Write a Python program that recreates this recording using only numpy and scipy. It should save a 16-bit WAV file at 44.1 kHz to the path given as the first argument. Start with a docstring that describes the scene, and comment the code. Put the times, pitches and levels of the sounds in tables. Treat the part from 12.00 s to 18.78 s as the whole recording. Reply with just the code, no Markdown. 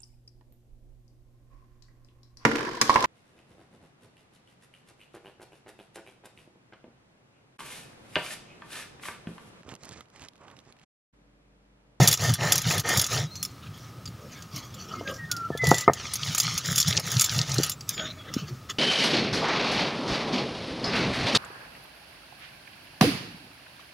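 """Outdoors, beside a stone slab: from the start a stone roller rumbles, grit scrapes, wet pulp squishes, bangles clink.
From about 1.3 s the roller's strokes pause: a palm gathers the shreds, and birds whistle from the trees.
Between 3 and 4 s the roller is knocked down and goes back to work, now with less grit and more bursting bits.
From about 5.8 s the hand gathers again and birds call. One close phone microphone hears it all over the yard's hush.
Noise and random clicks, coloured or set ringing, make the work; sliding sines make the birds."""
import sys
import numpy as np
from scipy import signal
from scipy.fft import rfft, irfft, next_fast_len
from scipy.io import wavfile
from scipy.ndimage import uniform_filter1d

SR = 44100
rng = np.random.default_rng(int(sys.argv[2]) if len(sys.argv) > 2 else 0)


def inscribe(sig):
    """Save sig as 16-bit PCM at rate SR to the path in sys.argv[1].

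    A 1-D sig is mono; a 2-D sig holds one channel per row.
    Samples are clipped to [-1, 1] before scaling.
    """
    pcm = np.round(np.clip(np.atleast_2d(sig).T, -1, 1) * 32767)
    wavfile.write(sys.argv[1], SR, pcm.astype(np.int16))


N = 299197

# Hush of the yard: (frequency [Hz], relative level per Hz [dB])
YARD_SPECTRUM = [(15, -32), (25, -18), (43, -14), (80, 2.5), (115, 7), (180, -1), (451, -14.5),
                 (1070, -18.5), (1260, -19), (1560, -20.5), (4370, -24), (5430, -24), (7920, -31.5),
                 (14800, -34), (16000, -29)]
YARD_DB = -45.5
# Part of the hush that differs between the channels: (frequency [Hz], relative level per Hz [dB])
SIDE_AIR_SPECTRUM = [(12, -72), (20, -42), (194, -21), (319, -23), (1050, -39), (1270, -61), (1730, -21),
                     (2690, -46), (15000, -52)]

# Roller strokes: (start [s], length [s], moment of hardest pressure [share of length],
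# rumble [relative dB], grit [relative dB], pulp [relative dB], fizz [relative dB])
ROLLER_STROKES = [(-0.09, 0.27, 0, -18.5, -23, -29, -30.5), (0.171, 0.22, 0.26, -31, -33, -32, -36),
                  (0.378, 0.29, 0.11, -29, -29.5, -33, -37.5), (0.631, 0.2, .6, -37, -31, -31, -33.5),
                  (0.831, 0.26, 0.16, -41, -28, -31, -35), (1.07, 0.21, 0.5, -30.5, -35, -32.5, -37),
                  (3.609, 0.28, 0.19, -35, -37, -37, -42), (3.935, 0.32, 0, -59, -49.5, -40.5, -62),
                  (4.189, 0.33, 0.15, -43, -49, -35.5, -44.5), (4.421, 0.24, 0.3, -47, -50, -34, -46.5),
                  (4.621, 0.29, 0.12, -43, -47.5, -36, -38), (4.838, 0.19, 0.77, -38, -38.5, -31, -39),
                  (5.014, 0.3, 0.18, -36, -43, -34.5, -41), (5.271, 0.22, 0.52, -28.5, -41, -33.5, -39.5),
                  (5.443, 0.31, 0.28, -31.5, -39.5, -36, -43)]
STROKE_RISE_S, STROKE_FALL_S = 0.057, 0.11   # the roller gathers speed, then slows
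PRESSURE_POWER = 1.86   # how closely grit and rumble gather round the hardest pressure
# Roller lurching over a lump or rocking at rest: (time [s], relative level [dB])
ROLLER_LURCHES = [(0.026, -13.5), (0.315, -18), (0.465, -29.5), (0.58, -33), (0.679, -21.5), (0.783, -28),
                  (0.982, -25), (1.255, -34), (1.41, -44), (1.7, -40), (2.01, -38.5), (2.085, -34.5),
                  (2.55, -39), (2.73, -47), (3.04, -43), (3.14, -54), (3.25, -38), (3.35, -39.5),
                  (3.65, -29), (3.695, -21.5), (4.297, -27.5), (4.471, -30), (4.545, -33), (4.707, -24),
                  (4.78, -30.5), (4.89, -21.5), (4.975, -28), (5.165, -28.5), (5.585, -30), (6.365, -44),
                  (6.44, -39), (6.53, -35)]
LURCH_S = 0.018   # standard deviation of a lurch's bell shape
# Spectra at the slab: (frequency [Hz], relative level per Hz [dB])
RUMBLE_SPECTRUM = [(25, -36), (50, -36), (75, -12), (100, 2.5), (125, 8.5), (160, 5.5), (200, -12),
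                   (260, -16.5), (400, -64)]
GRIT_SPECTRUM = [(150, 7), (260, -0.5), (450, 3.5), (700, 6.5), (870, 6), (1040, 0.5), (1250, -5.5),
                 (1470, -4), (1850, 9.5), (2130, 1), (2450, 4), (3500, -36)]
PULP_SPECTRUM = [(600, -21), (1200, -13.5), (2400, -7), (3500, 0.5), (4700, -0.5), (5700, 3), (6600, 1.5),
                 (7300, -9.5), (8000, -13), (10000, -14.5), (16000, -81)]
FIZZ_SPECTRUM = [(6000, 1), (7200, 17), (8100, -20), (10000, 8.5), (11400, -35), (12500, -20), (15000, 8),
                 (16000, -3)]

# Roller knocking on the slab: (time [s], relative level [dB], contact hardness [Hz], relative ring level [dB])
ROLLER_KNOCKS = [(0.002, -12, 706, -8), (3.01, -26, 660, -2), (3.503, -16.5, 531, -5),
                 (3.55, -21, 485, -4.5), (3.635, -17.5, 610, 33), (3.670, -24.5, 720, 8),
                 (3.715, -1, 836, -10.5), (3.7371, -18, 640, 0), (3.8778, -2.5, 994, -4.5),
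                 (3.8792, -9.5, 1710, 7), (3.8831, -8, 454, 0), (3.897, -6, 684, -18),
                 (5.586, -13, 338, -15), (5.598, -15.5, 310, -1.5), (6.364, -14.5, 250, -23)]
# Ringing modes of roller and slab: (frequency [Hz], relative level [dB], 60 dB decay time [s])
STONE_MODES = [(139.6, -7, 0.093), (250, -50, 0.026), (426, -1.5, 0.025), (525, -5, 0.036),
               (691, -8, 0.063), (738, -28, 0.03), (900, -6, 0.044), (1272, -3.5, 0.018),
               (1640, -33, 0.087), (1815, -4, 0.082), (2094, 0.5, 0.066)]

# Bangles touching: (time [s], relative level [dB], brightness [Hz], relative sparkle above 8 kHz [dB])
BANGLE_TOUCHES = [(0.0333, -7, 5500, -20), (0.075, 5.5, 13500, -18), (0.0828, 1, 5700, -6),
                  (0.113, -2.5, 6550, -16), (0.127, -0.5, 3480, -12.5), (0.139, -4, 5840, -20),
                  (0.174, -14.5, 5100, -25), (0.3379, -6, 3460, -11.5), (0.5214, 4, 5770, -15.5),
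                  (0.556, -4.5, 5900, -14), (0.58, -4.5, 6400, -16.5), (0.617, -13, 6900, -16),
                  (0.7793, -8.5, 3370, -13.5), (0.7962, -8.5, 6450, -15), (0.889, -9.5, 6640, -10),
                  (0.973, -2, 13500, -13.5), (0.9951, -2, 6230, -19), (1.0146, -4.5, 8700, -10),
                  (1.0423, -7.5, 6540, -26), (1.065, -10.5, 6150, -18), (1.3546, -21, 4160, -27),
                  (1.4282, -8, 11700, -12.5), (1.45, -11.5, 5300, -19), (2.056, -19.5, 4720, -36),
                  (2.0754, -23.5, 4720, -31), (2.4229, -25.5, 7000, -20), (2.561, -18, 5000, -22),
                  (2.7418, -26, 15100, -19), (3.141, -27, 5700, -20), (3.3147, -5.5, 4710, -18.5),
                  (3.3656, -18, 4650, -21), (3.5745, -18, 3470, -18.5), (3.641, -11.5, 7250, -26),
                  (3.6696, -7.5, 7260, -21), (3.6887, -10, 9700, -10), (3.709, -6, 6700, -22),
                  (3.7427, -7.5, 7200, -24), (3.7825, -7.5, 7300, -17), (3.8087, -11.5, 7400, -22),
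                  (3.934, -12, 6210, -22), (4.1361, -7.5, 9800, -9.5), (4.156, -10, 6300, -19),
                  (4.348, -6, 6100, -16.5), (4.3802, -2, 7300, -16), (4.4002, 0, 6600, -17.5),
                  (4.4315, -12, 6620, -19), (4.5775, -5.5, 6480, -18.5), (4.7586, -5.5, 6670, -15),
                  (4.78, 0.5, 4730, -15.5), (4.801, 0, 5700, -19), (4.8135, -6, 5500, -22),
                  (4.8797, -5.5, 5700, -18.5), (4.997, -12.5, 5170, -15), (5.117, -9.5, 6800, -15.5),
                  (5.1952, -0.5, 6800, -20), (5.2103, -0.5, 7280, -12), (5.217, -1.5, 7300, -18),
                  (5.242, -2, 7400, -18), (5.2594, -10.5, 5870, -21), (5.5423, -13.5, 6640, -15),
                  (5.6335, -3, 4700, -17.5), (5.6636, -16, 10300, -8), (5.696, -7.5, 11500, -10),
                  (5.717, -12.5, 7200, -21), (5.808, -20.5, 4550, -43), (5.891, -6, 6500, -13.5),
                  (6.339, -12.5, 5100, -23), (6.698, -15.5, 3730, -29)]
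# Ringing modes of the bangles: (nominal frequency [Hz], relative level [dB], 60 dB decay time [s])
BANGLE_MODES = [(3460, -13, 0.067), (4040, -26, 0.15), (4720, -4, 0.015), (5300, 1, 0.0073),
                (5700, 2, 0.0078), (6480, 4.5, 0.0073), (6980, -0.5, 0.0045), (7260, -7, 0.053),
                (8820, -11, 0.025), (9926, -0.5, 0.0063), (11320, -12, 0.041), (13400, -37, .07),
                (13500, -6.5, 0.011), (14100, -27, .02), (15000, -25, .02)]
CHATTER_S = 0.0056   # decay of the bounces after a touch
JOSTLE_S = 0.013   # decay of the shaking that a touch gives the other bangles

# Bits of vegetable bursting: (time [s], relative level [dB], centre frequency [Hz])
PULP_BURSTS = [(1.1772, -17, 3740), (3.076, -20, 2800), (4.232, -17, 3600), (4.468, -15, 3600),
               (4.658, -14.5, 5130), (4.828, -9, 4720), (4.8733, -12, 4850), (4.9268, -14, 3460),
               (4.9673, -11.5, 5600), (4.974, -6.5, 4630), (5.1678, -11.5, 4400), (5.2943, -12, 4660),
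               (5.3894, -7.5, 4570), (5.4147, -8.5, 5640), (5.517, -13, 5860), (5.5827, -8.5, 5980),
               (5.9783, -20.5, 3020), (5.996, -22, 2980)]

# Bird whistles: (start [s], end [s], first pitch [Hz], pitch neared at the end [Hz], relative level [dB])
BIRD_WHISTLES = [(1.25, 1.325, 3760, 3900, -53), (1.3, 1.455, 4110, 4290, -48),
                 (2.942, 3.02, 2160, 2100, -52), (3.049, 3.113, 1650, 1590, -38),
                 (3.177, 3.274, 1934, 1842, -41.5), (3.291, 3.489, 1500, 1333, -40.5),
                 (3.514, 3.57, 1790, 1723, -39), (3.587, 3.735, 2061, 1963, -28),
                 (3.741, 3.89, 2012, 1984, -45.5), (5.767, 5.9, 7900, 7700, -64),
                 (5.923, 6.075, 7390, 6700, -43), (6.176, 6.24, 3550, 3290, -49)]
BIRD_ECHO_DB, BIRD_FLUTTER_DB = -7.5, 1.2

# Hand sweeping the shreds: (start [s], length [s], palm rub [relative dB], rustle [relative dB],
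# squelch [relative dB])
HAND_SWEEPS = [(1.29, 0.3, -71, -66, -52), (1.604, 0.11, -59, -50, -62), (1.723, 0.22, -59, -53.5, -51),
               (1.874, 0.18, -47.5, -83, -88), (2.166, 0.16, -46.5, -61.5, -56),
               (2.28, 0.19, -56, -52, -51.5), (2.488, 0.23, -46.5, -45, -40.5),
               (2.68, 0.31, -46.5, -54, -52.5), (2.861, 0.28, -40.5, -48.5, -51.5),
               (3.065, 0.064, -36, -38, -42), (3.088, 0.13, -42.5, -58, -49.5),
               (3.188, 0.51, -50, -56, -58.5), (5.865, 0.12, -51.5, -46, -39), (5.96, 0.059, -43, -38, -49),
               (5.977, 0.18, -39, -38.5, -54), (6.148, 0.11, -50, -52, -72), (6.228, 0.13, -39, -46, -78),
               (6.307, 0.18, -41.5, -44.5, -47), (6.449, 0.16, -56, -52.5, -51.5),
               (6.685, 0.047, -50, -34, -45)]
SWEEP_CREST, SWEEP_POWER = 0.35, 1.78   # fastest moment [share of length], sharpness of the swell
# Spectra of the gathering hand: (frequency [Hz], relative level per Hz [dB])
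PALM_SPECTRUM = [(150, 0), (250, -4), (400, -3), (650, 0.5), (950, -12.5), (1250, -7), (2000, -42)]
RUSTLE_SPECTRUM = [(900, -6), (1300, -2.5), (2400, 1.5), (3400, 6), (4500, -6.5), (7000, -12)]
SQUELCH_SPECTRUM = [(2800, -69), (4500, 0.5), (5800, 2.5), (7000, 1), (8000, -17), (15000, 18)]

CUTOFF_HZ = 15700   # top of the microphone's band


def from_db(db):
    """Decibels to gain."""
    return np.exp(np.asarray(db) * np.log(10) / 20)


def rms_one(x):
    """Scale to rms 1."""
    return x / np.sqrt(np.mean(x ** 2) + 1e-20)


def add(out, start_s, sound):
    """Mix a sound in at its start time, trimming what falls outside the scene."""
    at = round(start_s * SR)
    part = sound[max(0, -at):max(0, N - at)]
    first = max(0, at)
    out[first:first + len(part)] += part


def colour(x, spectrum):
    """Weight a signal by a spectrum drawn over log frequency; rms 1."""
    hz, db = np.transpose(spectrum)
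    size = next_fast_len(len(x), True)
    bins_hz = np.arange(size // 2 + 1) * SR / size + 1
    weight_db = np.interp(np.log(bins_hz), np.log(hz), db, left=-70, right=-70)
    return rms_one(irfft(rfft(x, size) * from_db(weight_db), size)[:len(x)])


def cut(x, hz, kind, order=2):
    """Butterworth filter."""
    return signal.sosfilt(signal.butter(order, hz, kind, fs=SR, output="sos"), x)


def ring(x, hz, t60):
    """A unit click sets a decaying sine of height about 1 ringing."""
    radius = from_db(-60 / (t60 * SR))
    angle = 2 * np.pi * hz / SR
    # the tiny offset keeps the filter clear of denormal numbers
    return signal.lfilter([0, np.sin(angle)], [1, -2 * radius * np.cos(angle), radius ** 2], x + 1e-18)


def ring_modes(clicks, modes):
    """Clicks excite every mode of a body, with alternating sign; rms 1."""
    total = 0
    for k, (hz, db, t60) in enumerate(modes):
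        total = total + (-1) ** k * from_db(db) * ring(clicks, hz, t60)
    return rms_one(total)


def drift(rate):
    """Random wandering of rms 1, with a new target rate times a second."""
    return rms_one(np.interp(np.arange(N) * rate / SR, np.arange(8000), rng.standard_normal(8000)))


def grains(per_s, spread_db):
    """Random clicks of either sign, a few of them much larger than the rest."""
    out = np.zeros(N)
    born = np.flatnonzero(rng.random(N) < per_s / SR)
    size = rng.exponential(1, len(born))
    sign = rng.choice([-1, 1], len(born))
    out[born] = sign * from_db(spread_db * np.minimum(size, 5))
    return out


def crackle(per_s, spread_db, patchy_db, patch_rate, cycles=4, low_hz=1100, high_hz=9000, count=14):
    """Tiny bursts, each ringing a few cycles at its own pitch; the sizes that burst keep changing."""
    clicks = grains(per_s, spread_db)
    born = np.flatnonzero(clicks)
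    pitch_of = rng.integers(0, count, len(born))
    out = 0
    for k, hz in enumerate(np.geomspace(low_hz, high_hz, count)):
        at = born[pitch_of == k]
        patch = np.interp(at * patch_rate / SR, np.arange(1000), rng.normal(0, 1.2, 1000))
        share = np.zeros(N)
        share[at] = clicks[at] * from_db(patchy_db * patch)
        out = out + np.sqrt(hz) * ring(share, hz, cycles / hz)
    return rms_one(out)


def slab_echo(x, strength, delay_s, swing, rate):
    """The slab reflects the sound a moment later; the path keeps changing, so its peaks wander."""
    at = np.arange(N)
    delay = delay_s * np.exp(swing * uniform_filter1d(drift(rate), size=4000))
    echo = np.interp(at - delay * SR, at, x)
    return (x + strength * echo) / np.hypot(1, strength)


def swell(length, crest, power):
    """One push of the arm: a half sine whose top lies at the share crest of its length."""
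    progress = np.linspace(0, 1, round(length * SR), endpoint=False)
    phase = np.interp(progress, [0, np.clip(crest, .05, .95), 1], [0, .5, 1])
    return np.sin(np.pi * phase) ** power


def yard_hush():
    """Steady noise with the spectrum of the yard around the slab."""
    return from_db(YARD_DB) * colour(rng.standard_normal(N), YARD_SPECTRUM)


def stroke_levels(pulp_power=0.89, fizz_power=1.9):
    """Gains of rumble, grit, pulp and fizz: the first two follow the pressure, the others the roller's speed."""
    levels = np.zeros((4, N))
    for start, length, crest, *dbs in ROLLER_STROKES:
        pressure = swell(length, crest, PRESSURE_POWER)
        t = np.arange(len(pressure)) / SR
        speed = np.clip(np.minimum(t / STROKE_RISE_S, (t[-1] - t) / STROKE_FALL_S), 0, 1)
        shapes = (pressure, pressure, speed ** pulp_power, speed ** fizz_power)
        for level, db, shape in zip(levels, dbs, shapes):
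            add(level, start, from_db(db) * shape)
    return levels


def lurch_level():
    """A bell-shaped swell of the rumble at each lurch."""
    level = np.zeros(N)
    t = np.arange(-SR // 4, SR // 4) / SR
    for time_s, db in ROLLER_LURCHES:
        add(level, time_s + t[0], from_db(db) * np.exp(-.5 * (t / LURCH_S) ** 2))
    return level


def rumble(stroke_level, lump_db=1.5, evenness=0.26):
    """The roller's weight rocks on the uneven slab: a low throb, partly evened out, swelling at each lurch."""
    throb = colour(rng.standard_normal(N), RUMBLE_SPECTRUM)
    strength = uniform_filter1d(np.abs(signal.hilbert(throb)), size=1300)
    level = np.hypot(stroke_level, lurch_level())
    return rms_one(throb / strength ** evenness) * level * from_db(lump_db * drift(30))


def grit_between_stones(ring_share=0.67):
    """Grit cracks between roller and slab and sets both ringing, over finer sandy crackle."""
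    cracks = rms_one(grains(per_s=4900, spread_db=8.5))
    body = ring_modes(cracks, STONE_MODES)
    sand = crackle(per_s=6000, spread_db=2.0, patchy_db=3.5, patch_rate=35, cycles=6.0, low_hz=273, high_hz=2620)
    return colour(sand + ring_share * body, GRIT_SPECTRUM)


def wet_pulp(coarse_db=-6):
    """Wet pulp crackles finely while larger bits give way; the slab reflects both."""
    fine = colour(crackle(per_s=9000, spread_db=2.5, patchy_db=1.5, patch_rate=33), PULP_SPECTRUM)
    coarse = crackle(per_s=260, spread_db=3.0, patchy_db=-2.5, patch_rate=42,
                     cycles=12.4, low_hz=1500, high_hz=6700)
    pulp = 0.99 * fine + from_db(coarse_db) * cut(coarse, 6900, "low", order=8)
    return slab_echo(pulp, strength=0.6, delay_s=0.00069, swing=0.32, rate=9)


def shaken_level():
    """Each touch sets the other bangles on the wrist shaking; they soon settle."""
    level = np.zeros(N)
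    t = np.arange(SR // 4) / SR
    for time_s, db, *_ in BANGLE_TOUCHES:
        add(level, time_s, from_db(db) * np.exp(-t / JOSTLE_S))
    return level


def scrape(grit_level, pulp_level, fizz_level, shaken_db=-29, fizz_gain_db=-2, judder_db=1.38, squish_db=0.3):
    """Grit and pulp under the moving roller; the same fine ticks make the fizz and jostle the bangles."""
    fizz_level = np.hypot(fizz_level, from_db(shaken_db) * shaken_level())
    ticks = grains(per_s=4400, spread_db=5.0)
    jostle = ring_modes(ticks, BANGLE_MODES)
    fizz = colour(ticks, FIZZ_SPECTRUM) * from_db(fizz_gain_db)
    wet = (wet_pulp() * pulp_level + fizz * fizz_level) * from_db(squish_db * drift(260))
    judder = from_db(judder_db * drift(76))   # the stone catches and slips
    return judder * (grit_between_stones() * grit_level + wet) + jostle * fizz_level


def knocks(scatter_db=-11, scatter_s=0.019, top_hz=2200, bottom_hz=100):
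    """Stone meets stone through pulp: one push-pull pulse, a short dull ring and nearby reflections."""
    out = np.zeros(N)
    t = np.arange(8000) / SR
    click = t == 0
    for time_s, db, hard_hz, ring_db in ROLLER_KNOCKS:
        push = -ring(click, hard_hz, 5.2 / hard_hz)
        body = 0
        for hz, level, t60 in STONE_MODES:
            body = body + from_db(level) * rng.choice([-1, 1]) * ring(click, hz, t60)
        scatter = colour(rng.standard_normal(len(t)), GRIT_SPECTRUM) * np.exp(-t / scatter_s)
        tail = from_db(ring_db) * cut(body + from_db(scatter_db) * scatter, hard_hz, "low")
        dull = cut(push + tail, min(top_hz, 2 * hard_hz), "low", order=6)
        knock = cut(dull, bottom_hz, "high", order=3)
        add(out, time_s, from_db(db) * knock / np.abs(knock).max())
    return out


def bangle_rings(touches, db, bright_hz, vary_db=2.0, favour_db=5, purity=0.76, favour_width=0.093, detune=0.0022):
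    """Slightly detuned modes of random strength; those near bright_hz are favoured, more so in soft touches."""
    rings = 0
    for hz, level, t60 in BANGLE_MODES:
        favour = (favour_db - purity * db) * np.exp(-(np.log(hz / bright_hz) / favour_width) ** 2)
        strength = from_db(level + favour + rng.normal(0, vary_db)) * rng.choice([-1, 1])
        rings = rings + strength * ring(touches, hz * (1 + detune * rng.standard_normal()), t60)
    return rms_one(rings)


def bangles(gain_db=8, tick_db=-4, chatter=0.53, top_db=11):
    """Bangles meet, chatter for a few milliseconds and ring; no two touches are quite alike."""
    out = np.zeros(N)
    t = np.arange(6000) / SR
    for time_s, db, bright_hz, sparkle_db in BANGLE_TOUCHES:
        bounces = rng.standard_normal(len(t)) * (rng.random(len(t)) < .25)
        touches = chatter * bounces * np.exp(-t / CHATTER_S)
        touches[0] = 1
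        tick = cut(cut(touches, 3600, "high"), bright_hz, "low", order=1)
        clink = bangle_rings(touches, db, bright_hz) + from_db(tick_db) * rms_one(tick)
        # the top octave is balanced separately for each touch
        lower = rms_one(cut(clink, 7800, "low", order=10))
        sparkle = rms_one(cut(clink, 8200, "high", order=10))
        clink = lower + from_db(sparkle_db + top_db) * sparkle
        add(out, time_s, from_db(db + gain_db) * clink / np.linalg.norm(clink))
    return out


def crunches(gain_db=-9, fade_s=0.0032, spread=1.5):
    """A firm bit bursts in a short dry snap of noise around its own pitch."""
    out = np.zeros(N)
    t = np.arange(1024) / SR
    for time_s, db, centre_hz in PULP_BURSTS:
        burst = rng.standard_normal(len(t)) * np.exp(-t / fade_s)
        snap = cut(burst, [centre_hz / spread, centre_hz * spread], "band", order=3)
        onset_rms = np.sqrt(np.mean(snap[:64] ** 2))
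        add(out, time_s, from_db(db + gain_db) * snap / onset_rms)
    return cut(out, 6700, "low", order=4)


def birds(settle=3.16, edge_s=0.021, waver=0.0081, echo_s=0.099, echo_top_hz=4500):
    """Sines that slide and settle on a pitch, with a duller trail scattered by trees and walls."""
    out = np.zeros(N)
    wobble = 1 + waver * drift(260)
    for start, end, first_hz, last_hz, db in BIRD_WHISTLES:
        t = np.arange(round((end - start) * SR)) / SR
        slide_hz = last_hz + (first_hz - last_hz) * np.exp(-settle * t / t[-1])
        hz = slide_hz * wobble[round(start * SR):][:len(t)]
        fade = np.clip(np.minimum(t, t[-1] - t) / edge_s, 0, 1)
        whistle = np.sqrt(2) * np.sin(2 * np.pi * np.cumsum(hz) / SR)
        add(out, start, from_db(db) * fade * whistle)
    song = out * from_db(BIRD_FLUTTER_DB * drift(60))
    t = np.arange(SR // 2) / SR
    trail = rng.standard_normal(len(t)) * np.exp(-t / echo_s) * (t > .008)
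    echo = signal.fftconvolve(song, trail / np.linalg.norm(trail))[:N]
    return song + from_db(BIRD_ECHO_DB) * cut(echo, echo_top_hz, "low", order=1)


def sweep_levels(lingering_db=-17, lingering_s=0.28):
    """Gains of palm rub, rustle and squelch: one swell a sweep, with fainter stirring around each."""
    levels = np.zeros((3, N))
    for start, length, *dbs in HAND_SWEEPS:
        for level, db in zip(levels, dbs):
            add(level, start, from_db(db) * swell(length, SWEEP_CREST, SWEEP_POWER))
    return levels + from_db(lingering_db) * uniform_filter1d(levels, size=int(lingering_s * SR))


def gather(palm_db=-2, rustle_db=-1, squelch_db=-1, clump_db=3.0):
    """The hollow palm rubs the slab and sweeps the moist shreds together in clumps."""
    palm, rustle, squelch = sweep_levels()
    rub = crackle(per_s=6000, spread_db=2.5, patchy_db=7, patch_rate=16,
                  cycles=30, low_hz=173, high_hz=1330, count=12)
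    shreds = crackle(per_s=10000, spread_db=0.0, patchy_db=5.0, patch_rate=27, cycles=54, count=22)
    shreds = shreds * from_db(clump_db * drift(55))
    sweeps = (palm * from_db(palm_db) * colour(rub, PALM_SPECTRUM)
              + rustle * from_db(rustle_db) * colour(shreds, RUSTLE_SPECTRUM)
              + squelch * from_db(squelch_db) * colour(shreds, SQUELCH_SPECTRUM))
    return slab_echo(sweeps, strength=0.53, delay_s=0.000613, swing=0.29, rate=5)


def scene(width_db=-32, air_db=-72):
    """Work at the slab, birds and the hush of the yard; both channels are nearly alike."""
    rumble_level, grit_level, pulp_level, fizz_level = stroke_levels()
    roller = rumble(rumble_level) + scrape(grit_level, pulp_level, fizz_level) + knocks()
    mid = yard_hush() + roller + bangles() + crunches() + birds() + gather()
    skewed = np.imag(signal.hilbert(mid, next_fast_len(N)))[:N]   # a slight phase difference between the channels
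    air = from_db(air_db) * colour(rng.standard_normal(N), SIDE_AIR_SPECTRUM)
    side = from_db(width_db) * cut(skewed, 630, "high", order=1) + air
    return np.array([mid + side, mid - side])


def record(dry, case_hz=1255, case_q=15, case_gain=2.87):
    """The phone's case adds a narrow resonance; peaks overload and the top is cut."""
    resonance = signal.lfilter(*signal.iirpeak(case_hz, case_q, fs=SR), dry)
    overloaded = np.clip(dry + case_gain * resonance, -.95, .95)
    top_cut = signal.ellip(10, .2, 80, CUTOFF_HZ, fs=SR, output="sos")
    return signal.sosfilt(top_cut, overloaded)


dry = scene()
out = record(dry)
inscribe(out)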